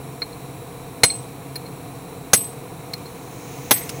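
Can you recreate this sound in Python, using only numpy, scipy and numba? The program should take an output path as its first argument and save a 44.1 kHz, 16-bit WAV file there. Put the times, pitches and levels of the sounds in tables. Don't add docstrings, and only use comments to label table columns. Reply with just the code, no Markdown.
import sys
import numpy as np
from scipy import signal
from scipy.fft import rfft, irfft
from scipy.io import wavfile
from scipy.ndimage import uniform_filter1d
from numba import njit

SR = 44100
rng = np.random.default_rng(int(sys.argv[2]) if len(sys.argv) > 2 else 0)


def store_pcm(level_fs):
    pcm = np.round(np.clip(level_fs, -1, 1) * 32767).astype(np.int16)
    wavfile.write(sys.argv[1], SR, np.atleast_2d(pcm).T)


N = 176400

# frequency in Hz, density in dB per Hz.
RUMBLE_SPECTRUM = [(20, -20), (30, -20), (41, -4.5), (52, -16), (85, -5.5), (135, 2.5), (165, 2),
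                   (205, -11), (280, -2), (380, -8.5), (480, -2.5), (590, -17), (700, -5), (850, -12.5),
                   (1100, -13.5), (1600, -26), (2600, -26.5), (5000, -88)]
# time in seconds, added level in dB.
RUMBLE_SWELL = [(0, 0), (2.9, 0.5), (3.5, 1), (4, 3)]
# mean frequency in Hz, mean level in dB.
HUM_TONES = [(134, -45), (266, -55), (466, -55), (488, -52), (700, -57)]
ENGINE_HZ, ENGINE_JITTER_S, ENGINE_T60_S = 22.58, 0.00025, 0.19
ENGINE_DB, RUMBLE_DB = -42, -38
HUM_WAVER_DB, HUM_DRIFT = 4.5, 0.00707

# frequency in Hz, density in dB per Hz.
AIR_SPECTRUM = [(800, -6), (1400, 0), (1900, -4), (2330, 5), (2900, -4), (3500, -4), (3950, 4), (4500, -6),
                (5150, -13), (5550, -1), (6050, -8), (7300, -4), (8300, -1), (9700, -4), (10350, 1),
                (10600, -3), (10950, 2), (11700, -7), (12500, -7), (13200, -3), (13900, -11), (14850, 2),
                (15200, -4), (15700, -2)]
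AIR_DB = -45
# frequency in Hz, density in dB per Hz.
HISS_SPECTRUM = [(800, -26), (2200, 10.5), (3600, 1.5), (5000, -0.5), (6500, 10.5), (8000, -3), (10000, -3),
                 (13000, -35), (15000, 10), (16000, 1.5)]
# time in seconds, level in dB.
HISS_SWELL = [(0, -76), (2.7, -64), (3.2, -52.5), (3.55, -43), (4, -42.5)]

CHISEL_HZ = [2230, 4165, 4200, 6270]
# relative level in dB, t60 in seconds before the grip's factor.
CHISEL_MODES = [(-7, 0.029), (-5, 0.038), (-2, 0.091), (-39, 0.019)]
# frequency in Hz, relative level in dB, t60 in seconds.
EDGE_MODES = [(9920, 3.5, 0.036), (14500, -2, .07)]
# start in seconds, ring level in dB, ring length as a factor,
# high ring level in dB, scrape level in dB, scrape tilt in dB per octave,
# delay of the second contact in seconds, its level in dB relative to the first.
CLINKS = [(0.219, -14.5, 0.59, -49, -22.5, -7, 0.0061, -2), (.3240, -43, 0.6, -58, -53, -9, .006, 7),
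          (1.0995, -21.5, 1.3, -52, -38, -1, 0.0025, 3), (1.5564, -24.5, 0.65, -30.5, -25, 2, 0.0038, 1.5),
          (1.655, -41.5, 0.92, -58, -51, 0, .008, 5), (2.934, -24.5, 0.54, -48, -24, 2.5, .0025, 6),
          (3.0566, -37.5, 1, -60, -35, 9, .009, -1)]
# frequency in Hz, density in dB per Hz before the tilt.
SCRAPE_SPECTRUM = [(150, -36), (500, -36), (900, 15), (2300, 14), (3200, -1), (4400, 19), (5600, 6),
                   (7000, -3), (10300, 1), (13000, -7), (15500, 3)]
SCRAPE_T60_S, CLINK_RISE_S, SECOND_CONTACT_DAMP_T60_S = 0.023, 0.00098, 0.0065

# frequency in Hz, density in dB per Hz.
YARD_SPECTRUM = [(100, -9), (1000, -40), (2500, 12.5), (6000, -12.5), (10000, 17), (16000, -38.5)]
YARD_DB, YARD_T60_S, YARD_BUILDUP_S = -26, 0.4, 0.01

# start in seconds, crack, thump and knock levels in dB, crack tilt in dB per octave,
# crack resonance in Hz, its lift in dB, chisel ring level in dB, then a level in dB for each of six hammer modes.
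BLOWS = [(1.0340, 0.54, 2, -1, -0.41, 2190, 7.5, 0.5, -5, 1.5, 3, -1.5, -20, -9),
         (2.3323, 0.96, -9.5, -2.5, -0.25, 6600, 5.4, -11.5, 0, 0, 3.5, 3.5, 6, -4),
         (3.7089, -1.5, 1.5, 2, -0.46, 3480, 6.3, -15, -15, -5, 1, -3, 7, 9.5)]
BLOW_RISE_S = 0.00056
CHISEL_IN_BLOW_DB = -5.5
# frequency in Hz, density in dB per Hz before tilt and resonance.
CRACK_SPECTRUM = [(25, -40), (70, -8), (200, 2.5), (500, -1.5), (1100, -2), (2100, -0.5), (3000, -3),
                  (4800, -3.5), (6200, 2.5), (7500, -10), (9800, -6), (11500, -15), (13600, -32),
                  (15000, -4), (16500, -37.5)]
CRACK_DB, CRACK_HOLD_S, CRACK_RESONANCE_OCTAVES = -9, 0.0065, 0.16
CRACK_T60_LOW_S, CRACK_T60_HIGH_S = 0.048, 0.06
# frequency in Hz, density in dB per Hz.
CRUMBS_SPECTRUM = [(800, -30), (1600, -15.5), (2400, 4), (3300, 8), (4400, 5.5), (6500, 7.5), (8000, -12),
                   (10200, 6), (12000, -23), (15500, 2)]
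CRUMBS_DB, CRUMBS_T60_S = -34, 0.5
CRUMBS_GRAIN_DB, CRUMBS_PER_S = 4.5, 250
# frequency in Hz, density in dB per Hz.
KNOCK_SPECTRUM = [(25, -35), (70, -4.5), (170, -4.5), (300, 2.5), (560, 4.5), (900, -3), (1400, -5),
                  (2500, -17), (6000, -60)]
KNOCK_DB, KNOCK_T60_S = -9.5, 0.044
# frequency in Hz, relative level in dB, t60 in seconds.
BLOCK_MODES = [(71, -20, 0.1), (101, -20.5, 0.027), (127, -3, 0.064)]
THUMP_DB, THUMP_RISE_S = -13.5, 0.0038
HAMMER_HZ = [7938, 8188, 10131, 10461, 12173, 14394]
# relative level in dB, t60 in seconds while free,
# offset of the twin in Hz, level of the twin in dB relative to its mate.
HAMMER_PAIRS = [(-24, 0.29, 17, -16), (-14.5, 0.39, 24.5, -8), (-16, 0.13, 55, -1.5), (-12, .14, -11, -23),
                (-24.5, 0.33, 21, -8), (-19, 0.19, -14, -7)]
HAMMER_RISE_S, HAMMER_FLUTTER, HAMMER_FLUTTER_PER_S = 0.0024, 0.3, 106
HAMMER_FREE_S, HAMMER_DAMPED_T60_S = 0.12, 0.97

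# start in seconds, level in dB.
CHIPS = [(2.976, -42), (3.8920, -19.5)]
# frequency in Hz, density in dB per Hz.
CHIP_SPECTRUM = [(600, -7), (2000, 0), (4000, -0.5), (5800, 2), (8000, -2), (10300, 2.5), (13000, -13),
                 (15300, -1)]
CHIP_RISE_S, CHIP_T60_S = 0.0011, 0.047
# frequency in Hz, density in dB per Hz.
GRIT_SPECTRUM = [(600, -12), (1300, 0), (2100, 17), (3500, -17), (4800, -20), (6300, -18), (8000, -16),
                 (10000, -16), (13000, -20), (15300, -10)]
GRIT_DB, GRIT_T60_S, GRIT_PER_S = -36.5, 0.77, 2500

LIMIT_DB, LIMIT_ATTACK_S, LIMIT_RELEASE_S, LIMIT_RATIO = -6, 0.005, 0.05, 2.5
MIC_LOW_HZ, MIC_TOP_HZ = 38.4, 15700


def undb(db):
    return 10 ** (np.asarray(db) / 20)


def unit(x):
    return x / np.sqrt(np.mean(x ** 2))


def colour(x, points, tilt_db=0):
    octave = np.log2(np.maximum(np.fft.rfftfreq(len(x), 1 / SR), 1))
    hz, db = np.array(points).T
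    shape_db = np.interp(octave, np.log2(hz), db)
    slope_db = tilt_db * np.maximum(octave, np.log2(hz[0]))
    return unit(irfft(rfft(x) * undb(shape_db + slope_db), len(x)))


def noise(points, tilt_db=0, size=N):
    return colour(rng.standard_normal(size), points, tilt_db)


def fade(t, t60):
    return np.exp(-np.log(1000) * np.maximum(t, 0) / t60)


def rise(t, seconds):
    return 1 - np.exp(-t / seconds)


def walk(rate):
    k = int(SR / rate)
    steps = np.repeat(rng.standard_normal(N // k + 1), k)
    return uniform_filter1d(steps, k)[:N]


def add(out, at, sound):
    i = int(at * SR)
    out[i:i + len(sound)] += sound[:N - i]


def ring(modes, t):
    return sum(undb(db) * fade(t, t60) * np.sin(2 * np.pi * hz * t) for hz, db, t60 in modes)


def engine():
    t, pulses = np.arange(N) / SR, np.zeros(N)
    clatter = rng.standard_normal(N) * fade(t, ENGINE_T60_S)
    swell_db = np.interp(t, *np.array(RUMBLE_SWELL).T)
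    rumble = undb(RUMBLE_DB + swell_db) * noise(RUMBLE_SPECTRUM)

    clock = np.cumsum(1 + HUM_DRIFT * walk(4)) / SR
    hum = 0
    for hz, db in HUM_TONES:
        level = undb(db + HUM_WAVER_DB * walk(4.68))
        hum = hum + level * np.sin(2 * np.pi * hz * clock)

    times = np.arange(0, N / SR, 1 / ENGINE_HZ)
    times = times + ENGINE_JITTER_S * rng.standard_normal(len(times))
    pulses[(times * SR).astype(int) % N] = 1
    firings = irfft(rfft(pulses) * rfft(clatter), N)
    return undb(ENGINE_DB) * colour(firings, RUMBLE_SPECTRUM) + hum + rumble


def air():
    swell = undb(np.interp(np.arange(N) / SR, *np.array(HISS_SWELL).T))
    return undb(AIR_DB) * noise(AIR_SPECTRUM) + swell * noise(HISS_SPECTRUM)


def chisel(t, length=1):
    modes = [(hz, db, t60 * length) for hz, (db, t60) in zip(CHISEL_HZ, CHISEL_MODES)]
    return ring(modes, t)


def clinks():
    out, t = np.zeros(N), np.arange(SR // 2) / SR
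    for at, ring_db, length, edge_db, scrape_db, tilt_db, gap, second_db in CLINKS:
        for delay, db, until in ((0, 0, gap), (gap, second_db, 1)):
            steel = undb(ring_db) * chisel(t, length) + undb(edge_db) * ring(EDGE_MODES, t)
            scrape = noise(SCRAPE_SPECTRUM, tilt_db, size=len(t)) * fade(t, SCRAPE_T60_S)
            contact = steel * fade(t - until, SECOND_CONTACT_DAMP_T60_S) + undb(scrape_db) * scrape
            add(out, at + delay, undb(db) * contact * rise(t, CLINK_RISE_S))
    return out


def yard(x):
    t = np.arange(SR) / SR
    buildup = 1 - np.exp(-(t / YARD_BUILDUP_S) ** 2)
    tail = noise(YARD_SPECTRUM, size=len(t)) * fade(t, YARD_T60_S) * buildup
    return undb(YARD_DB) * signal.fftconvolve(x, tail / np.linalg.norm(tail))[:N]


def crack(t, tilt_db, resonance_hz, lift_db):
    hz = np.fft.rfftfreq(len(t), 1 / SR) + 1
    distance = np.log2(hz / resonance_hz) / CRACK_RESONANCE_OCTAVES
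    lift = undb(lift_db * np.exp(-distance ** 2))
    burst = rfft(noise(CRACK_SPECTRUM, tilt_db, size=len(t))) * lift
    octave = np.clip(np.log2(hz / 500), 0, 4)
    out = 0
    for k, t60 in enumerate(np.geomspace(CRACK_T60_LOW_S, CRACK_T60_HIGH_S, 5)):
        weight = np.maximum(1 - abs(octave - k), 0)
        out = out + irfft(burst * weight, len(t)) * fade(t - CRACK_HOLD_S, t60)
    return undb(CRACK_DB) * out


def crumbs(t):
    grain = undb(CRUMBS_GRAIN_DB * walk(CRUMBS_PER_S)[:len(t)])
    return undb(CRUMBS_DB) * noise(CRUMBS_SPECTRUM, size=len(t)) * fade(t, CRUMBS_T60_S) * grain


def hammer(t, mode_dbs):
    out = 0
    for hz, (db, t60, offset, twin_db), strike_db in zip(HAMMER_HZ, HAMMER_PAIRS, mode_dbs):
        beat = 1 + undb(twin_db) * np.exp(2j * np.pi * offset * t)
        wander = walk(HAMMER_FLUTTER_PER_S) + 1j * walk(HAMMER_FLUTTER_PER_S)
        flutter = 1 + HAMMER_FLUTTER * wander[:len(t)]
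        carrier = np.exp(2j * np.pi * (hz * t + rng.random()))
        out = out + undb(db + strike_db) * fade(t, t60) * np.imag(beat * flutter * carrier)
    return out * rise(t, HAMMER_RISE_S) * fade(t - HAMMER_FREE_S, HAMMER_DAMPED_T60_S)


def blows():
    out, t = np.zeros(N), np.arange(SR) / SR
    for at, crack_db, thump_db, knock_db, tilt_db, resonance_hz, lift_db, chisel_db, *mode_dbs in BLOWS:
        stone = undb(crack_db) * crack(t, tilt_db, resonance_hz, lift_db) + crumbs(t)
        knock = undb(KNOCK_DB + knock_db) * noise(KNOCK_SPECTRUM, size=len(t)) * fade(t, KNOCK_T60_S)
        thump = undb(THUMP_DB + thump_db) * ring(BLOCK_MODES, t) * rise(t, THUMP_RISE_S)
        steel = hammer(t, mode_dbs) + undb(CHISEL_IN_BLOW_DB + chisel_db) * chisel(t)
        add(out, at, (stone + knock + thump + steel) * rise(t, BLOW_RISE_S))
    return out


def debris():
    out, t = np.zeros(N), np.arange(SR) / SR
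    for at, db in CHIPS:
        click = noise(CHIP_SPECTRUM, size=len(t)) * rise(t, CHIP_RISE_S) * fade(t, CHIP_T60_S)
        add(out, at, undb(db) * click)
    grains = (rng.random(len(t)) < GRIT_PER_S / SR) * rng.standard_normal(len(t))
    grit = colour(grains, GRIT_SPECTRUM) * fade(t, GRIT_T60_S)
    add(out, BLOWS[-1][0], undb(GRIT_DB) * grit)
    return out


def scene():
    background = engine() + air()
    work = clinks() + blows() + debris()
    return (background + work + yard(work))[None]


@njit
def follow(x, attack, release):
    out, e = np.empty(len(x)), 0.
    for i in range(len(x)):
        e += (abs(x[i]) - e) * (attack if abs(x[i]) > e else release)
        out[i] = e
    return out


def record(dry):
    envelope = follow(dry[0], 1 / (LIMIT_ATTACK_S * SR), 1 / (LIMIT_RELEASE_S * SR))
    gain = np.maximum(envelope / undb(LIMIT_DB), 1) ** (1 / LIMIT_RATIO - 1)
    overloaded = np.clip(dry * gain, -1, 1)
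    bass_cut = signal.butter(2, MIC_LOW_HZ, "high", fs=SR, output="sos")
    top_cut = signal.ellip(8, 0.2, 70, MIC_TOP_HZ, fs=SR, output="sos")
    return signal.sosfilt(top_cut, signal.sosfilt(bass_cut, overloaded))


dry = scene()
out = record(dry)
store_pcm(out)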